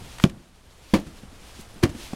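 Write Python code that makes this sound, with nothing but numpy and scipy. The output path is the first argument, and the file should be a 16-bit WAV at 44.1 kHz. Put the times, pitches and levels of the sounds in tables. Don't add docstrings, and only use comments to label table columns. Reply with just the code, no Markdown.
import sys
import numpy as np
from scipy import signal
from scipy.fft import rfft, irfft, next_fast_len
from scipy.io import wavfile
from scipy.ndimage import uniform_filter1d, map_coordinates

SR = 44100
rng = np.random.default_rng(int(sys.argv[2]) if len(sys.argv) > 2 else 0)


def persist_wave(psi):
    counts = np.round(np.clip(psi, -1, 1) * 32767).astype(np.int16)
    wavfile.write(sys.argv[1], SR, np.atleast_2d(counts).T)


N = 94815
T = np.arange(N) / SR

# time in seconds, level in dB.
NIGHT_LEVELS = [(0, -43.5), (.35, -45), (.52, -53), (.8, -51.5), (1.05, -47), (1.45, -47), (2.15, -44.5)]
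SWISH_LEVELS = [(0, -52), (.12, -47.5), (.175, -50), (.23, -44.5), (.28, -50), (.32, -56.5), (.5, -59),
                (.65, -60.5), (.8, -58), (.92, -50), (1.05, -54.5), (1.125, -56), (1.17, -52.5),
                (1.29, -59), (1.45, -51.5), (1.56, -50), (1.61, -48.5), (1.66, -55.5), (1.94, -49.5),
                (2.03, -41.5), (2.15, -51.5)]
# frequency in Hz, level in dB.
NIGHT_TONE = [(20, 1.5), (60, 1.5), (130, -8), (300, -12.5), (600, -15), (1500, -21), (4000, -36.5),
              (10000, -33.5), (15500, -55)]
SWISH_TONE = [(100, -12), (600, -0.5), (1400, -2.5), (3000, 2), (5000, -1.5), (10000, -7.5), (13000, -13),
              (15500, -20)]
CRUMBLE_TONE = [(300, -29), (1000, -0.5), (2500, 0), (5000, -10), (8000, -8.5), (11000, -14.5),
                (15800, -28)]
RASP_TONE = [(2000, -38), (6000, -2), (11000, -6), (13000, -10), (15800, -12.5)]
CRACK_TONE = [(200, -23.5), (900, 0.5), (2000, -1), (3300, -11), (4500, -9), (6000, -12.5), (8000, -20),
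              (11000, -17), (13500, -27), (15800, -40)]
CRUNCH_TONE = [(150, -13.5), (500, 9), (1200, 1.5), (1750, 2), (2300, 2), (3200, -3.5), (5000, -6.5),
               (7500, -12.5), (10500, -15.5), (13500, -32), (15800, -46)]
THUD_TONE = [(25, -7), (60, -8), (110, -7), (190, -0.5), (330, 2.5), (430, -7.5), (560, -8.5), (900, -19),
             (1500, -51.5), (4000, -47.5)]
# start in seconds, thud level in dB, thud pitch in Hz,
# thud fade in seconds, crumble level in dB, crumble fade in seconds.
PATS = [(.005, -37.5, 125, 0.18, -56, 0.046), (0.183, -44, 970, 0.034, -36.5, 0.023),
        (.1975, -28.5, 1320, 0.019, -41, 0.027), (0.2951, -36.5, 131, 0.18, -36, 0.037),
        (.951, -22, 550, 0.063, -32, .014), (1.065, -34.5, 107, 0.075, -48, 0.12),
        (1.233, -37, 197, 0.09, -62, 0.041), (1.325, -42.5, 230, 0.051, -59, 0.054),
        (1.588, -34.5, 190, 0.034, -56, 0.044), (1.758, -40, 223, 0.064, -67, .05),
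        (1.827, -25.5, 460, 0.12, -32.5, 0.045), (1.853, -33.5, 1520, 0.044, -41, 0.032),
        (1.892, -27, 99, 0.096, -40, 0.056), (1.947, -31.5, 203, 0.082, -46.5, 0.086),
        (2.131, -22.5, 246, 0.038, -44, 0.06)]
# peak time in seconds, level in dB, rise and fade in seconds.
RASP_EVENTS = [(.232, -45, 0.035, 0.09), (1.002, -49.5, .01, 0.029), (1.61, -49.5, .03, .1),
               (1.743, -52, 0.00072, 0.0135)]
# start in seconds, crack level in dB, crack rise and fade in seconds,
# crack treble tilt in dB per octave, glove snap level in dB, crunch level in dB,
# crunch fade in seconds, thud level in dB, thud fade in seconds.
SLAP_EVENTS = [(0.2386, -12, 0.00053, 0.014, -1.7, -7, -26.5, 0.12, -13.5, 0.092),
               (0.9362, -18.5, 0.0034, 0.062, -1.8, -22, -24, 0.18, -12, .15),
               (1.828, -19, 0.01, 0.019, 0.45, -43, -25, 0.13, -16.5, 0.15)]
# start in seconds, level in dB, pitch in Hz,
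# rise and fade in seconds.
AIR_POCKETS = [(0.2399, 2, 181.4, 0.0036, 0.023), (0.2452, -18.5, 368, 0.009, 0.061),
               (0.9357, -7, 199, 0.0011, 0.094), (.941, -29, 552, 0.0032, 0.085),
               (1.8311, -7, 347.6, 0.0082, 0.042), (1.8337, -9.5, 108.6, 0.0082, 0.044),
               (1.836, -19.5, 160, 0.0023, 0.058)]
# frequency in Hz, fade in seconds.
YARD_FADES = [(100, 0.35), (300, 0.58), (800, 0.25), (3000, 0.18), (12000, 0.12)]

GRAINS_PER_S, GRAIN_SPREAD_DB = 12000, -0.5
THUD_RISE_S, PAT_Q = 0.0029, 2.26
SNAP_HZ, SNAP_FADE_S = 3264, 0.0036
YARD_DB, WALL_DB, WALL_DELAY_S, WALL_CUTOFF_HZ = -22, -14, 0.0205, 900
DUCK_ABOVE_DB, DUCK_SHARE, RECOVER_DB_PER_S = -13.5, 0.64, 13.5
CEILING, TOP_HZ = 0.74, 15900


def amp(db):
    return 10 ** (np.asarray(db) / 20)


def unit(x):
    return x / np.sqrt(np.mean(x ** 2) + 1e-20)


def along(points, hz):
    freqs, values = np.transpose(points)
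    return np.interp(np.log(hz + 1), np.log(freqs + 1), values)


def filtered(x, response):
    size = next_fast_len(N + SR // 2)
    return irfft(rfft(x, size) * response(np.fft.rfftfreq(size, 1 / SR)), size)[:N]


def coloured(x, tone):
    return unit(filtered(x, lambda hz: amp(along(tone, hz))))


def wobble(rate):
    return map_coordinates(rng.standard_normal(int(N * rate / SR) + 4), [T * rate])


def grains():
    clicks = (rng.random(N) < GRAINS_PER_S / SR) * rng.standard_normal(N)
    return clicks * amp(GRAIN_SPREAD_DB * rng.standard_normal(N))


def envelope(start, rise, fade):
    return np.clip((T - start) / rise, 0, 1) * amp(-60 * np.maximum(T - start - rise, 0) / fade)


def burst(x, start, rise, fade):
    shape = envelope(start, rise, fade)
    return unit(x * shape) * np.sqrt(np.mean(shape ** 2))


def night():
    level_db = np.interp(T, *np.transpose(NIGHT_LEVELS))
    return amp(level_db) * coloured(rng.standard_normal(N), NIGHT_TONE)


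def swish(flutter_db=1.0, grit=0.5):
    level_db = np.interp(T, *np.transpose(SWISH_LEVELS)) + flutter_db * wobble(rate=40.46)
    hiss = rng.standard_normal(N) + grit * unit(grains())
    return amp(level_db) * coloured(hiss, SWISH_TONE)


def pats():
    out = np.zeros(N)
    for start, thud_db, pitch, thud_fade, crumble_db, crumble_fade in PATS:
        def hollow(hz):
            resonance = 1j * hz / (pitch ** 2 - hz ** 2 + 1j * hz * pitch / PAT_Q)
            return resonance / (1 + 0.5j * hz / pitch)
        body = unit(filtered(rng.standard_normal(N), hollow))
        out += amp(thud_db) * burst(body, start, THUD_RISE_S, thud_fade)
        out += amp(crumble_db) * crunch(start, rise=0.0021, fade=crumble_fade, tone=CRUMBLE_TONE)
    return out


def crunch(start, rise, fade, tone, clump_db=2):
    clumps = coloured(grains(), tone) * amp(clump_db * wobble(rate=250))
    return burst(clumps, start, rise, fade)


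def rasps():
    return sum(amp(db) * burst(coloured(grains(), RASP_TONE), peak - rise, rise, fade)
               for peak, db, rise, fade in RASP_EVENTS)


def slaps():
    out = np.zeros(N)
    for (start, crack_db, rise, crack_fade, tilt_db, snap_db,
         crunch_db, crunch_fade, thud_db, thud_fade) in SLAP_EVENTS:
        out += amp(crack_db) * crack(start, rise, crack_fade, tilt_db)
        out += amp(snap_db) * envelope(start, rise, SNAP_FADE_S) * np.sin(2 * np.pi * SNAP_HZ * (T - start))
        press = start + rise / 2
        out += amp(crunch_db) * crunch(press, rise / 2, crunch_fade, CRUNCH_TONE)
        out += amp(thud_db) * thud(press, thud_fade)
    return out


def crack(start, rise, fade, tilt_db):
    lowest_hz = CRACK_TONE[0][0]
    noise = filtered(rng.standard_normal(N),
                     lambda hz: amp(along(CRACK_TONE, hz) + tilt_db * np.log2(1 + hz / lowest_hz)))
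    contact = np.clip((T - start) / rise, 0, 1)
    return burst(noise * contact, start, rise, fade)


def thud(start, fade):
    return burst(coloured(rng.standard_normal(N), THUD_TONE), start, THUD_RISE_S, fade)


def thumps():
    return sum(amp(db) * envelope(start, rise, fade) * np.sin(2 * np.pi * hz * (T - start))
               for start, db, hz, rise, fade in AIR_POCKETS)


def yard(x):
    hz, seconds, spectrum = signal.stft(rng.standard_normal(SR // 2), SR, nperseg=256)
    fading = amp(-60 * seconds / along(YARD_FADES, hz)[:, None])
    tail = signal.istft(spectrum * fading, SR, nperseg=256)[1]
    wash = signal.fftconvolve(x, tail / np.linalg.norm(tail))[:N]
    wall = filtered(x, lambda f: np.exp(-2j * np.pi * f * WALL_DELAY_S) / (1 + 1j * f / WALL_CUTOFF_HZ))
    return amp(YARD_DB) * wash + amp(WALL_DB) * wall


def scene():
    hands = slaps() + thumps() + pats()
    return (hands + yard(hands) + swish() + rasps() + night())[None]


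def record(dry):
    x = dry[0]
    power = np.abs(uniform_filter1d(x ** 2, size=441))
    level_db = 10 * np.log10(power + 1e-12)
    need_db = DUCK_SHARE * np.maximum(level_db - DUCK_ABOVE_DB, 0)
    duck_db = np.maximum.accumulate(need_db + RECOVER_DB_PER_S * T) - RECOVER_DB_PER_S * T
    glide = np.exp(-1 / (0.03 * SR))
    ducked = x * amp(-signal.lfilter([1 - glide], [1, -glide], duck_db))
    rounded = ducked / (1 + np.abs(ducked / CEILING) ** 8) ** (1 / 8)
    return filtered(rounded, lambda hz: hz < TOP_HZ)[None]


dry = scene()
out = record(dry)
persist_wave(out)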